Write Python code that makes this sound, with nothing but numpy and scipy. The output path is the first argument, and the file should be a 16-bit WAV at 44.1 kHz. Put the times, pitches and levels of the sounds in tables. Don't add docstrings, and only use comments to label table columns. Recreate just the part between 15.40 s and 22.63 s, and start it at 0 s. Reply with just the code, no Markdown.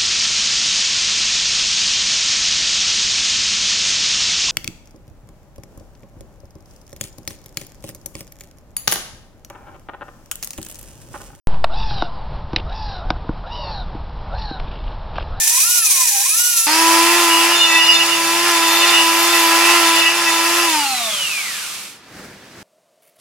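import sys
import numpy as np
from scipy import signal
from scipy.fft import rfft, irfft, next_fast_len
from scipy.io import wavfile
from scipy.ndimage import uniform_filter1d

SR = 44100
rng = np.random.default_rng(int(sys.argv[2]) if len(sys.argv) > 2 else 0)


def materialize(psi):
    bounded = np.clip(np.atleast_2d(psi).T, -1, 1)
    quanta = np.round(bounded * 32767).astype(np.int16)
    wavfile.write(sys.argv[1], SR, quanta)


N = 318843
TIME = np.arange(N) / SR
SIDES = np.array([[1], [-1]])
JUMP_S, OFF_S, REST_S = 1.266, 5.266, 6.58
FREE_HZ, SAG_HZ = 480, 131
SET_HZ = 332.4

# t/s, f/Hz
RIM_SHAFT = [(0, 299.2), (.062, 292.3), (.174, 333.4), (.261, 455), (.31, 483), (.372, 480), (.459, 422.5),
             (.559, 359), (.64, 334.8), (.708, 282.7), (.782, 259), (.832, 277), (.857, 334), (.906, 407.5),
             (1.006, 480), (1.092, 482), (1.2, 451)]
# t/s, level/dB
RIM_RASP = [(0.0, -19), (0.276, -18.5), (0.328, -17), (0.43, -17), (0.448, -20), (0.486, -24), (0.508, -19),
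            (1.158, -20), (1.172, -15), (1.26, -22.5)]
# t/s, half-width/s, gain/dB
RIM_BITES = [(0.079, 0.0065, 5.5), (0.214, .006, 1), (0.42, 0.016, -9.5), (0.462, 0.014, 4),
             (0.518, .008, 2), (0.608, 0.0092, 6), (0.657, 0.0038, 6), (0.692, .007, 5)]
# top t/s, extra shaft f/Hz
OVERSHOOTS = [(1.787, 13.4), (2.163, 10.1), (2.695, 4.58), (3.071, 13), (3.495, 11.1), (3.923, 9.7),
              (4.341, 10.948), (4.785, 10.1), (5.202, 10.824)]
# t/s, grinding level/dB, hiss level/dB
BORE_EFFORT = [(1.28, -24.5, -24.5), (1.59, -21.5, -22), (2.07, -23, -25), (2.13, -22, -26.5),
               (2.23, -27, -31.5), (2.38, -24, -28), (2.41, -26.5, -31.5), (2.94, -25.5, -26.5),
               (3.06, -22.5, -26.5), (3.25, -23.5, -26.5), (3.53, -21, -26.5), (3.64, -24.5, -26),
               (4.36, -20, -24), (4.56, -22.5, -25.5), (4.67, -24.5, -30), (5.06, -24.5, -27),
               (5.2, -23.5, -26), (5.3, -26, -26.5)]

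# multiple, level/dB
RIM_WHINE = [(2, -55), (3, -31), (4, -44), (5, -50), (6, -33.5), (7, -41), (8, -40), (9, -39), (10, -43),
             (11, -36), (12, -38), (13, -48), (14, -48), (15, -44), (16, -36), (18, -51), (20, -50),
             (21, -48), (22, -43), (23, -28.5), (24, -35), (25, -26.5)]
BORE_CHATTER = [(2, -12), (3, -10.5), (4, -6), (5, -8.5), (6, -10), (7, -9), (8, -6.5), (9, -12), (10, -13),
                (11, -45)]
BORE_WHINE = [(14, -4), (15, -5), (16, -1), (17, -5), (18, -5.5), (20, -7.5), (23, -38), (31, -6), (32, -8)]
FAN_BANDS = [(10, -21), (17, -13), (26, -18), (32, -14)]
COAST_WHINE = [(15, -10), (16, 6), (16.7, -9), (17.9, -6), (32, -15)]
COAST_HUM = [(1, -9.5), (3, 4), (4, -7), (5, -1.5), (6, -11.5), (7, -14), (8, -3.5), (9, -12), (10, 0),
             (11, -16), (12, -21), (14, -19)]

# f/Hz, level/dB
RIM_SPECTRUM = [(88, -70), (150, -67), (230, -28.5), (400, -27), (750, -19), (1050, -14), (1500, -17),
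                (2450, -8), (3100, -9.5), (4600, -5.5), (5900, -1), (9800, -4.5), (12500, -3),
                (16000, -11.5)]
AIR_SPECTRUM = [(30, -27), (120, -9), (200, -6), (360, -5.5), (650, -10), (1700, -9), (5000, -16.5),
                (10000, -31), (16000, -38)]
BORE_SPECTRUM = [(24, -66), (50, -60), (120, -42), (260, -38), (430, -15), (560, -18.5), (750, -10),
                 (1050, -5), (1500, -7), (2700, -6.5), (3830, -11.5), (7000, -15), (11600, -20.5),
                 (16000, -34.5)]
BRUSH_SPECTRUM = [(40, -32), (180, -19), (400, -26), (600, -17), (1000, -12.5), (1230, -5.5), (1750, -11.5),
                  (2500, -2.5), (3400, -6), (8800, -9.5), (12000, -14), (16000, -27)]
HANDS_SPECTRUM = [(30, -27), (100, -9.5), (190, -7.5), (500, -12.5), (800, -17), (1100, -20), (1600, -14),
                  (2100, -18.5), (3300, -28.5), (5000, -24.5), (10000, -31), (16000, -39)]

# f/Hz, width/Hz, gain/dB
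RIM_BODY = [(800, 100, 10.5), (870, 76, -13), (1028, 44, 12), (1188, 115, -15.5), (1779, 21, 13),
            (2476, 54, 13.5), (3900, 200, 3.5), (5950, 500, 6), (6950, 520, 3.5), (7730, 300, 4.5),
            (8220, 700, 1), (9680, 790, 8), (10470, 400, 2.5)]
BORE_BODY = [(574, 7.3, 16.5), (812, 30, 6.5), (904, 55, 8), (1100, 110, -2.5), (1268, 35, 5),
             (1350, 40, 4.5), (1456, 143, -5), (1820, 33.3, 0.5), (1865, 57, 4), (2100, 180, -0.5),
             (2400, 87, 2.5), (4850, 570, 4.5), (9900, 540, 1.5)]
DRONE_BODY = [(991, 23, 7)]
HOUSING_BODY = [(3990, 1300, 4.5), (2900, 680, 9.5), (2310, 400, 7.5), (5646, 470, 16), (5100, 510, -9),
                (8900, 5450, -7)]

# f/Hz, level/dB, dB gained per dB of swell
RING = [(1960, -0.5, 1.1), (2630, 2, 0.84)]
SQUEAL = [(2866, 1, 1.13), (5010, -16.5, 1.3)]
SHRILL = [(3592, 8.5, 1.09), (4193, 0.5, 0.96), (6811, -2, 0.83)]
SCREECH = [(4990, 0, 1.06), (5770, -7, 1.1), (7200, -9, 1.2)]
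# middle t/s, length/s, level/dB, family
MODE_SWELLS = [(1.966, 0.13, -19, "squeal"), (2.034, .05, -24.5, "ring"), (2.14, 0.047, -13, "squeal"),
               (2.219, 0.11, -26, "shrill"), (2.235, 0.1, -17.5, "squeal"), (2.33, 0.19, -29, "shrill"),
               (2.359, 0.15, -18.5, "ring"), (2.425, .08, -14.5, "squeal"), (2.46, 0.041, -29, "shrill"),
               (2.5, 0.37, -26.5, "screech"), (2.506, 0.096, -13.5, "squeal"),
               (2.563, 0.055, -27, "shrill"), (2.59, 0.1, -23, "ring"), (2.612, 0.053, -19.5, "squeal"),
               (2.725, 0.072, -19, "squeal"), (3.433, 0.36, -29.5, "shrill"), (3.443, 0.045, -22.5, "ring"),
               (3.44, .07, -23, "squeal"), (3.585, 0.12, -16, "squeal"), (3.956, 0.049, -23, "ring"),
               (4.298, 0.15, -23, "ring"), (4.573, 0.042, -22.5, "ring"), (4.605, 0.058, -29.5, "shrill"),
               (4.63, 0.16, -17, "squeal"), (4.661, 0.085, -20, "ring"), (4.78, 0.044, -36, "shrill"),
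               (4.884, 0.04, -21.5, "ring"), (4.937, 0.15, -33.5, "shrill"), (5.294, 0.12, -29, "squeal"),
               (5.319, .07, -33.5, "shrill")]
MODE_SIMMER = {"ring": (-34, 4.5), "squeal": (-33.5, 3.5), "shrill": (-41, 3.5), "screech": (-43, 2)}

# middle t/s, length/s, level/dB
WOBBLE_SWELLS = [(2.681, 0.74, -53), (3.403, .3, -57), (4.8, 0.2, -58)]
WHISTLE_SWELLS = [(3.35, 0.14, -32), (3.79, .15, -31), (4.02, .2, -29.5), (5.155, 0.22, -40)]
RUSTLE_SWELLS = [(6.825, 0.14, -46), (7.23, .1, -52)]

# f/Hz, side minus mid level/dB
MIC_WIDTH = [(60, -23), (330, -23), (700, -13.5), (1290, -11), (2400, -6), (4400, -3), (9000, -3),
             (15000, -0.5)]
# f/Hz, left minus right level/dB
MIC_BALANCE = [(60, -1), (110, 0.0), (200, 0.5), (380, -1), (700, 0.0), (1290, 1), (2380, -1.5), (4400, -1),
               (8120, -1.5), (15000, -0.5)]


def undb(db):
    return 10 ** (np.asarray(db) / 20)


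def curves(table, t):
    times, *columns = np.transpose(table)
    return [np.interp(t, times, column) for column in columns]


def gain_at(table, hz):
    f, db = np.transpose(table)
    return undb(np.interp(np.log(hz + 1), np.log(f), db))


def lift(peaks, hz):
    return undb(sum(db / (1 + (2 * (hz - centre) / width) ** 2) for centre, width, db in peaks))


def ramp(t, start, length):
    return np.clip((t - start) / length, 0, 1)


def swell(t, middle, length):
    return 2 ** -np.minimum(np.abs(2 * (t - middle) / length) ** 2.5, 50)


def swells(t, table, rest_db):
    return undb(rest_db) + sum(undb(db) * swell(t, s, length) for s, length, db in table)


def wander(t, rate_hz):
    knots = rng.standard_normal(2 ** 12)
    return np.sqrt(3 / 2) * np.interp(t * rate_hz, np.arange(len(knots)), knots)


def tone(t, cycles, hz, rough, flutter_hz):
    mid, side = (rough * (wander(t, flutter_hz) + 1j * wander(t, flutter_hz)) / np.sqrt(2)
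                 for _ in range(2))
    size = 1 + mid + SIDES * gain_at(MIC_WIDTH, hz) * (1j * rng.choice([-1, 1]) + side)
    carrier = np.exp(2j * np.pi * (cycles + rng.random()))
    return np.real(size * carrier) * np.sqrt(2 / (1 + rough ** 2))


def harmonics(t, hz, orders, rough, flutter_hz, peaks=()):
    turns = np.cumsum(hz) / SR
    return sum(undb(db) * lift(peaks, k * hz)
               * tone(t, k * turns, k * hz.mean(), rough * np.sqrt(k), flutter_hz) for k, db in orders)


def noise(colour, band_hz, peaks=(), drive=1, grain_db=0):
    size = len(drive) if np.ndim(drive) else N
    grains = undb(grain_db * rng.standard_normal(size // 8 + 1)).repeat(8)[:size]
    padded = next_fast_len(size)
    f = np.arange(padded // 2 + 1) * SR / padded
    grit = rng.standard_normal((2, size)) * grains * drive
    mid, side = rfft(grit, padded) * gain_at(colour, f) * lift(peaks, f)
    rms = np.std(irfft(mid * (f > band_hz[0]) * (f < band_hz[1]), padded)[:size])
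    return irfft(mid + SIDES * gain_at(MIC_WIDTH, f) * side, padded)[:, :size] / rms


def contact(hz, depth_db):
    return undb(depth_db * np.cos(2 * np.pi * np.cumsum(hz) / SR))


def rim_grinding(t):
    hz = uniform_filter1d(curves(RIM_SHAFT, t)[0], size=900, mode="nearest")
    free = ramp(hz, FREE_HZ - SAG_HZ, SAG_HZ)
    rasp_db, = curves(RIM_RASP, t)
    bite_db = sum(db * np.exp(-((t - s) / width) ** 2) for s, width, db in RIM_BITES)
    band_hz = (5000, 9000)
    drive = contact(hz, depth_db=1.5) * undb(1.4 * wander(t, 70.75))
    rasp = noise(RIM_SPECTRUM, band_hz, RIM_BODY, drive, grain_db=1)
    skim = noise(RIM_SPECTRUM, band_hz, RIM_BODY + [(3000, 2100, -1), (1640, 250, -19)], drive, grain_db=1)
    scraping = rasp * np.sqrt(1 - free) + skim * np.sqrt(free) * undb(-0.5)
    whine = harmonics(t, hz, RIM_WHINE, rough=.14, flutter_hz=150, peaks=RIM_BODY)
    whine *= (hz / FREE_HZ) ** 1.43 * undb(wander(t, 60.8))
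    return scraping * undb(rasp_db + bite_db - 1) + whine


def yard_air(t):
    air = noise(AIR_SPECTRUM, band_hz=(30, 16000)) * undb(-47.5)
    far_drone = tone(t, 198 * t, hz=198, rough=.98, flutter_hz=28.5) * undb(-62.5)
    return (air + far_drone) * (undb(-16.5) + ramp(t, JUMP_S, 0.0055))


def governed_speed(t):
    climb_hz, climb_s = 43.53, .062
    rise_s, fall_s = .132, .075
    drag_s, friction_hz_per_s = 2.723, 172.4
    hz = SET_HZ - climb_hz * np.exp(-np.maximum(t - JUMP_S, 0) / climb_s)
    for s, extra_hz in OVERSHOOTS:
        hz += extra_hz * np.exp(-((t - s) / np.where(t < s, rise_s, fall_s)) ** 2)
    kept = np.exp(-np.maximum(t - OFF_S, 0) / drag_s)
    return np.maximum(hz * kept - friction_hz_per_s * drag_s * (1 - kept), 20)


def mains_bursts(t, depth, decay):
    cycle = (100 * t) % 1
    burst = 1 + depth * np.exp(-cycle / decay) * (1 - np.exp(-cycle / 0.075))
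    return burst / np.sqrt(np.mean(burst ** 2))


def bore_grinding(t):
    hz = governed_speed(t)
    grind_db, hiss_db = curves(BORE_EFFORT, t)
    pressure_db = hiss_db + 25
    settling_db = -6 * (1 - ramp(t, JUMP_S, 0.17))
    hum = harmonics(t, hz, [(1, 0)], rough=.03, flutter_hz=30)
    hum *= undb(-24.5 + 1.23 * (pressure_db + settling_db))
    wobble = harmonics(t, hz, [(0.46, 0)], rough=.46, flutter_hz=24.5)
    wobble *= swells(t, WOBBLE_SWELLS, rest_db=-60.5)
    drone = harmonics(t, hz, [(3, 0)], rough=.1, flutter_hz=35, peaks=DRONE_BODY)
    drone *= undb(-26.5 + 1.42 * pressure_db)
    chatter = harmonics(t, hz, BORE_CHATTER, rough=.2, flutter_hz=45)
    chatter *= mains_bursts(t, depth=6, decay=.22) * undb(grind_db + 0.5)
    whine = harmonics(t, hz, BORE_WHINE, rough=.59, flutter_hz=60.03)
    whine *= undb(-27 - 6.4 * ramp(t, 1.38, .3))
    drive = contact(hz, depth_db=1) * undb(0.66 * wander(t, 60))
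    scrape = noise(BORE_SPECTRUM, (1080, 1900), BORE_BODY + [(11900, 8300, -8)], drive, grain_db=0.5)
    hiss = noise(BORE_SPECTRUM, (7300, 11000), BORE_BODY + [(400, 8700, -22.5)], drive, grain_db=1)
    scraping = scrape * undb(grind_db - 3) + hiss * undb(hiss_db - 0.76)
    return hum + wobble + drone + chatter + whine + scraping


def tube_squeal(t):
    out, full_db = 0, -20
    onset_db = -5.8 * (1 - ramp(t, 1.62, .15))
    for family, modes in (("ring", RING), ("squeal", SQUEAL), ("shrill", SHRILL), ("screech", SCREECH)):
        mean_db, spread_db = MODE_SIMMER[family]
        simmer = undb(mean_db + spread_db * wander(t, 9.8) + onset_db)
        flares = [undb(db) * swell(t, s, length) for s, length, db, name in MODE_SWELLS if name == family]
        excitation = np.max([simmer] + flares, axis=0) / undb(full_db)
        for hz, db, steepness in modes:
            mode = tone(t, hz * t, hz, rough=hz / 5000, flutter_hz=hz / 45)
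            out += undb(full_db + db) * excitation ** steepness * mode
    return out


def thin_whistle(t, hz=11800):
    return swells(t, WHISTLE_SWELLS, rest_db=-45) * tone(t, hz * t, hz, rough=5, flutter_hz=228)


def speed_gain(hz, db, power, knee_hz, steepness):
    return undb(db) * (hz / SET_HZ) ** power / (1 + (knee_hz / hz) ** steepness)


def coasting(t):
    hz = governed_speed(t)
    brushes = noise(BRUSH_SPECTRUM, (6500, 11000), [(2970, 4100, -1.1)], contact(hz, depth_db=0.5))
    fan = harmonics(t, hz, FAN_BANDS, rough=1.5, flutter_hz=350) * (1 - ramp(t, 6.3, .2))
    whine = harmonics(t, hz, COAST_WHINE, rough=.14, flutter_hz=200, peaks=HOUSING_BODY)
    hum = harmonics(t, hz, COAST_HUM, rough=.35, flutter_hz=60,
                    peaks=[(850, 80, 4), (620, 60, 4), (480, 130, -8), (2750, 400, 3)])
    return ((brushes + fan) * speed_gain(hz, db=-27.5, power=0.47, knee_hz=42.5, steepness=3.5)
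            + whine * speed_gain(hz, db=-38.5, power=0.4, knee_hz=84, steepness=7)
            + hum * speed_gain(hz, db=-28, power=2.5, knee_hz=191, steepness=15))


def hands_rustle(t):
    rubbing = noise(HANDS_SPECTRUM, band_hz=(900, 8000), drive=undb(wander(t, 40)), grain_db=0.5)
    return rubbing * swells(t, RUSTLE_SWELLS, rest_db=-49) * ramp(t, 6.62, 0.081)


def scene():
    out = yard_air(TIME) + hands_rustle(TIME)
    rim = slice(0, int(1.3 * SR))
    bore = slice(int(1.2 * SR), int(5.7 * SR))
    coast = slice(int(5.2 * SR), int(6.8 * SR))
    in_bore = ramp(TIME, JUMP_S, 0.002)
    out[:, rim] += rim_grinding(TIME[rim]) * (1 - in_bore[rim])
    t = TIME[bore]
    grinding = bore_grinding(t) * (1 - ramp(t, 5.27, 0.23))
    squealing = (tube_squeal(t) + thin_whistle(t)) * (1 - ramp(t, 5.33, 0.1))
    out[:, bore] += (grinding + squealing) * in_bore[bore]
    t = TIME[coast]
    out[:, coast] += coasting(t) * ramp(t, 5.27, 0.082) * (1 - ramp(t, REST_S, 0.38))
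    return out


def record(dry):
    left_lag_s, top_hz = 1.3e-5, 16000
    padded = next_fast_len(N)
    f = np.arange(padded // 2 + 1) * SR / padded
    balance = gain_at(MIC_BALANCE, f) ** (SIDES / 2)
    lag = np.exp(-1j * np.pi * f * left_lag_s * SIDES)
    heard = irfft(rfft(dry, padded) * balance * lag, padded)[:, :N]
    lowpass = signal.ellip(10, .2, 80, top_hz, fs=SR, output="sos")
    return signal.sosfilt(lowpass, np.clip(heard, -1, 1))


dry = scene()
out = record(dry)
materialize(out)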